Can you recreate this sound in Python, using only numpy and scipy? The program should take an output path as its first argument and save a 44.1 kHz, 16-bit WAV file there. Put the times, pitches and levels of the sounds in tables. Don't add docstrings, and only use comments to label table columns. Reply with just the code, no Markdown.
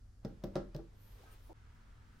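import sys
import numpy as np
from scipy import signal
from scipy.fft import rfft, irfft, next_fast_len
from scipy.io import wavfile
from scipy.ndimage import map_coordinates

SR = 44100
rng = np.random.default_rng(int(sys.argv[2]) if len(sys.argv) > 2 else 0)


def unload_wav(signal):
    wavfile.write(
        sys.argv[1],
        SR,
        np.round(np.clip(np.atleast_2d(signal).T, -1, 1) * 32767).astype(np.int16),
    )


N = 97020
BREAK_S = 1.531

# (time [s], push on the table [dB] in seven bands: thud, boom, body, hollow, knock, clack, rap)
DABS = [(0.2488, -2.5, 0, -4, 0.5, -5.5, -5.5, -2.5), (0.4382, -3, -2.5, 1.5, -3.5, -0.5, 1.5, -0.5),
        (0.556, 0, -0.5, 9.5, 4.5, 8, 8, 11.5), (0.7488, 0.5, -11, -2.5, -2.5, -6, -6, -8),
        (0.7891, -11, -22, -7.5, -4.5, -19.5, -10.5, -15)]
# (frequency [Hz], left-right likeness [0-1])
IMAGE = [(40, 0.98), (200, 0.94), (500, 0.16), (1200, 0.12), (5000, 0.32), (12000, 0.059)]
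# (frequency [Hz], left-right likeness [0-1])
REVERB_IMAGE = [(100, 0.74), (300, 0.85), (600, 0.2), (1200, 0.24), (5000, 0.086), (14000, 0.18)]


def amp(db):
    return 10 ** (np.asarray(db) / 20)


def unit(x):
    return x / np.sqrt(np.mean(x ** 2) + 1e-20)


def along(points, hz):
    freqs, values = np.transpose(points)
    return np.interp(np.log(hz + 1), np.log(freqs + 1), values)


def since(s):
    return np.maximum(np.arange(N) / SR - s, 0)


def decay(t, t60, db=0):
    return amp(db - 60 * t / t60)


def attack(t, rise_s):
    return 1 - np.exp(-t / rise_s)


def curves(rows):
    times, *columns = np.transpose(rows)
    return [np.interp(since(0), times, column) for column in columns]


def wobble(per_s):
    return map_coordinates(rng.standard_normal(4000), [since(0) * per_s], mode="mirror")


def filtered(x, response):
    size = next_fast_len(N + SR // 2)
    return irfft(rfft(x, size) * response(np.fft.rfftfreq(size, 1 / SR)), size)[..., :N]


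def noise(colour, image=IMAGE):
    def response(hz):
        width = np.arccos(np.clip(along(image, hz), -1, 1)) / 2
        return amp(along(colour, hz)) * [np.cos(width), np.sin(width)]
    mid, side = filtered(rng.standard_normal((2, N)), response)
    return unit(np.array([mid + side, mid - side]))


def room_tone():
    # (frequency [Hz], level [dB])
    rumble = [(20, -7.5), (42, 4.5), (58, -4.5), (80, -7.5), (105, -11.5), (150, -21.5), (250, -23),
              (450, -43), (1000, -64.5)]
    quiet_hiss = [(100, 10), (400, 3), (700, 2.5), (1000, -3), (1400, 2), (2500, -9.5), (3900, -9),
                  (4900, -5), (8000, -11), (12500, -15.5), (13300, -40)]
    broad_hiss = [(100, 2.5), (400, 9.5), (700, 5), (1400, 3.5), (2500, -1), (3900, -4), (4900, -10),
                  (8000, -16), (12500, -21), (13300, -28)]
    # (time [s], level [dB])
    broad_fade = [(0, -105), (.22, -100), (.3, -74.5), (.9, -74.5), (1.5, -75)]
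    hum_hz = 100
    hum = amp(-61.5) * np.sin(2 * np.pi * hum_hz * since(0))
    hiss = amp(-75.5) * noise(quiet_hiss) + amp(curves(broad_fade)[0]) * noise(broad_hiss)
    return amp(-57) * noise(rumble) + hum + hiss


def late_room_tone():
    # (frequency [Hz], level [dB])
    rumble = [(20, -8.5), (42, 1), (55, -10.5), (72, 0), (85, -12.5), (102, 3.5), (130, -26.5), (210, -29),
              (280, -33), (450, -33), (1000, -74)]
    hiss = [(100, 2), (210, 7), (340, -0.5), (560, -2), (840, -0.5), (960, 3.5), (1070, -1), (1290, 5),
            (1650, 1), (2400, -5.5), (4000, -10.5), (6000, -13), (9000, -19.5), (12500, -25.5),
            (13300, -37)]
    swell = [(70, -23), (140, 9), (180, -5.5), (220, 2.5), (290, -8), (500, -34.5)]
    # (time [s], level [dB])
    swell_fade = [(1.53, -75), (1.68, -75.5), (1.75, -68.5), (1.82, -71), (2.05, -72), (2.19, -66)]
    hiss_db = -69.5 + 0.5 * since(BREAK_S)
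    bed = amp(-57.5) * noise(rumble) + amp(hiss_db) * noise(hiss)
    return bed + amp(curves(swell_fade)[0]) * noise(swell)


def reverb(x):
    # (frequency [Hz], t60 [s])
    ring_times = [(100, .4), (350, .3), (600, .22), (1000, .3), (1600, .32), (5000, .24)]
    # (frequency [Hz], level [dB])
    send = [(60, -1.5), (140, -4.5), (240, -10.5), (370, 2), (600, -6.5), (900, -2), (1600, -3),
            (5000, -1.5)]
    white = noise([(1000, 0)], REVERB_IMAGE)[:, :SR * 3 // 4]
    hz, t, bands = signal.stft(white, SR, nperseg=256)
    fade = decay(t, along(ring_times, hz)[:, None]) * attack(t, 0.0049)
    energy = np.sum(fade ** 2, axis=1, keepdims=True) * t[1] * SR
    fade *= amp(along(send, hz))[:, None] / np.sqrt(energy)
    tail = signal.istft(bands * fade, SR, nperseg=256)[1]
    return signal.fftconvolve(x[None], tail, axes=1)[:, :N]


def finger_stroke(colour, at_s, sigma_s, db):
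    return amp(db) * np.exp(-.5 * ((since(0) - at_s) / sigma_s) ** 2) * noise(colour)


def hand_slide():
    # (time [s], rub [dB], rustle [dB], silk [dB])
    travel = [(.9, -91, -114, -104), (.95, -73.5, -85, -89), (1.02, -76, -74, -71.5),
              (1.08, -77.5, -72.5, -71), (1.16, -67.5, -70.5, -77), (1.195, -71, -68, -83),
              (1.255, -66, -69.5, -84), (1.30, -68.5, -69.5, -83), (1.36, -70.5, -70, -86),
              (1.43, -84, -75, -80), (1.47, -73, -73.5, -80), (1.53, -69.5, -75.5, -95)]
    # (frequency [Hz], level [dB])
    rub = [(100, 1.5), (250, 5), (330, 2.5), (440, 8), (600, -0.5), (780, 0), (1100, -13), (2500, -27)]
    rustle = [(400, -62), (900, 7.5), (1400, 4), (2200, 1), (3200, 0), (6000, -5), (8000, -8.5),
              (15000, -12)]
    silk = [(5000, -60), (8300, -19), (9300, -15), (11000, -12), (12700, 0.5), (14000, -3), (15800, -29)]
    # (frequency [Hz], level [dB])
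    chafe = [(800, 3), (1100, -12), (1270, 19), (1420, -6), (1570, 16.5), (1900, -16), (2400, -2),
             (3000, -6), (4000, -34)]
    grip = [(2000, -3), (3100, 3.5), (4000, -18), (8000, -12), (9200, 4.5), (10500, -14), (12600, 0),
            (14000, -4), (16000, -7.5)]
    slip = [(2000, -17), (7000, -15), (9500, -7), (11000, 4), (12500, -12), (15800, -1)]
    friction = sum(amp(db) * noise(colour) for db, colour in zip(curves(travel), (rub, rustle, silk)))
    fingers = (finger_stroke(chafe, at_s=1.295, sigma_s=0.03, db=-66)
               + finger_stroke(grip, at_s=1.328, sigma_s=0.013, db=-65)
               + finger_stroke(slip, at_s=1.462, sigma_s=0.026, db=-73))
    grain = amp(0.5 * wobble(per_s=90))
    return (friction + fingers) * grain


def pencil_glide():
    # (time [s], frequency [Hz], level [dB])
    sweep = [(1.12, 418, -95), (1.17, 446, -83), (1.2, 466, -58), (1.222, 575, -87), (1.235, 733, -69.5),
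             (1.258, 795, -72), (1.28, 1160, -81), (1.31, 1310, -95)]
    hz, db = curves(sweep)
    cycles = np.cumsum(hz) / SR
    width = 0.3
    in_phase, quadrature = (map_coordinates(rng.standard_normal(N), [cycles * width], mode="mirror")
                            for _ in range(2))
    phase = 2 * np.pi * cycles
    return amp(db) * unit(in_phase * np.cos(phase) + quadrature * np.sin(phase))


def hand_bump():
    # (frequency [Hz], level [dB])
    scuff = [(150, -28), (230, -16), (300, 1.5), (430, -4.5), (530, -6), (620, -3.5), (900, -5),
             (1100, -20), (3000, -49)]
    t = since(1.492)
    return decay(t, t60=0.68, db=-54) * attack(t, 0.0027) * noise(scuff)


def dab_lead_ins():
    # (frequency [Hz], level [dB])
    colour = [(150, -10), (400, -4), (800, -4.5), (1500, -15), (5000, -33), (12000, -39)]
    t, lead_s = since(0), 0.017
    swell = sum(amp(-62 + clack_db / 2) * (t < s) * np.exp(-np.abs(t - s) / lead_s)
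                for s, *_, clack_db, _rap_db in DABS)
    return swell * noise(colour)


def click_layer(times, levels_db, colour, t60, room_db):
    def echo_power(echo_t60, db):
        power = decay(since(0), echo_t60) ** 2
        return amp(db) ** 2 * power / np.sum(power)
    bursts = sum(attack(since(s), 0.00043) * decay(since(s), t60, db) for s, db in zip(times, levels_db))
    echoes = echo_power(0.097, db=-10) + echo_power(0.26, db=room_db)
    tail = np.sqrt(np.abs(signal.fftconvolve(bursts ** 2, echoes)[:N]))
    return bursts * noise(colour, image=[(1000, 0.76)]) + tail * noise(colour, REVERB_IMAGE)


def paper_clicks():
    # (time [s], snap [dB], crisp top [dB], tick [dB])
    cues = [(0.2483, -43.5, -57, -71), (0.2524, -50, -60, -48.5), (0.286, -88, -60, -90),
            (.4380, -41.5, -62, -56), (0.4416, -48.5, -44.5, -52), (0.5552, -33.5, -64, -39.5),
            (0.561, -60, -74, -78), (0.5646, -40, -56, -69), (0.7467, -47, -54, -55),
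            (0.7482, -46.5, -70, -58), (0.764, -47, -52.5, -66)]
    # (frequency [Hz], level [dB])
    snap = [(300, 7), (1500, -4), (2400, -6), (3500, -2.5), (4400, -3), (5400, -3), (6100, -8),
            (7000, -13.5), (10000, -22.5), (16000, -34)]
    crisp = [(2000, -33), (8000, -10), (11500, -9), (13500, 7), (16000, 1)]
    tick = [(3500, -42), (4700, -15), (5100, 1), (5600, 2.5), (6100, -23), (7500, -27)]
    times, snap_db, crisp_db, tick_db = np.transpose(cues)
    return (click_layer(times, snap_db, snap, t60=0.0085, room_db=-2.5)
            + click_layer(times, crisp_db, crisp, t60=0.0057, room_db=-7)
            + click_layer(times, tick_db, tick, t60=0.0059, room_db=-16))


def eraser_dab(s, push_db):
    band_hz = [140, 200, 340, 455, 600, 800, 1400]
    # (frequency [Hz], level before the push [dB], t60 [s])
    modes = [(149.8, -28.5, 0.075), (203.3, -26, 0.055), (264, -31, 0.048), (331.3, -37, 0.093),
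             (359.4, -43, 0.076), (454.3, -43, 0.12), (552.8, -34.5, 0.066), (591.8, -36, 0.069),
             (670, -57, 0.037), (794.6, -46.5, 0.082), (929, -54.5, 0.068), (1102, -63, 0.08),
             (1339, -53.5, 0.041)]
    # (frequency [Hz], level [dB])
    dense_ring = [(120, -18), (300, -2), (750, 2), (1050, -6), (1400, -3.5), (1900, -11.5), (2600, -30),
                  (5000, -51)]
    t = since(s)
    wall_s, wall_db, wall_cutoff_hz = 0.045, -15.5, 700

    def push(hz):
        return np.interp(np.log(hz + 1), np.log(band_hz), push_db)

    def mode(hz, db, t60):
        wander_rad = 0.65 * attack(t, 0.05) * wobble(per_s=45)
        return decay(t, t60, db) * np.sin(2 * np.pi * hz * t + wander_rad)

    def dull_echo(hz):
        return amp(wall_db) * np.exp(-2j * np.pi * hz * wall_s) / (1 + 1j * hz / wall_cutoff_hz)

    ring = sum(mode(hz, db + push(hz), t60) for hz, db, t60 in modes)
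    rattle = filtered(noise(dense_ring)[0], lambda hz: amp(push(hz))) * decay(t, t60=0.06, db=-46.5)
    low_cut = signal.butter(3, 108, "high", fs=SR, output="sos")
    thud = signal.sosfilt(low_cut, (rattle - ring) * attack(t, 0.0027))
    reflections = filtered(thud, dull_echo) + reverb(thud)
    sway = mode(hz=41.4, db=-50 + push_db[0], t60=0.9)
    boom = mode(hz=196, db=-45 + push(196), t60=0.48)
    return thud + reflections + sway - boom


def scene():
    thuds = sum(eraser_dab(s, push_db) for s, *push_db in DABS)
    dabs = thuds + dab_lead_ins() + paper_clicks()
    hand = hand_slide() + pencil_glide() + hand_bump()
    t = since(BREAK_S)
    return (dabs + hand + room_tone()) * (t == 0) + late_room_tone() * attack(t, 0.013)


def record(dry):
    return filtered(dry, lambda hz: hz < 15850)


dry = scene()
out = record(dry)
unload_wav(out)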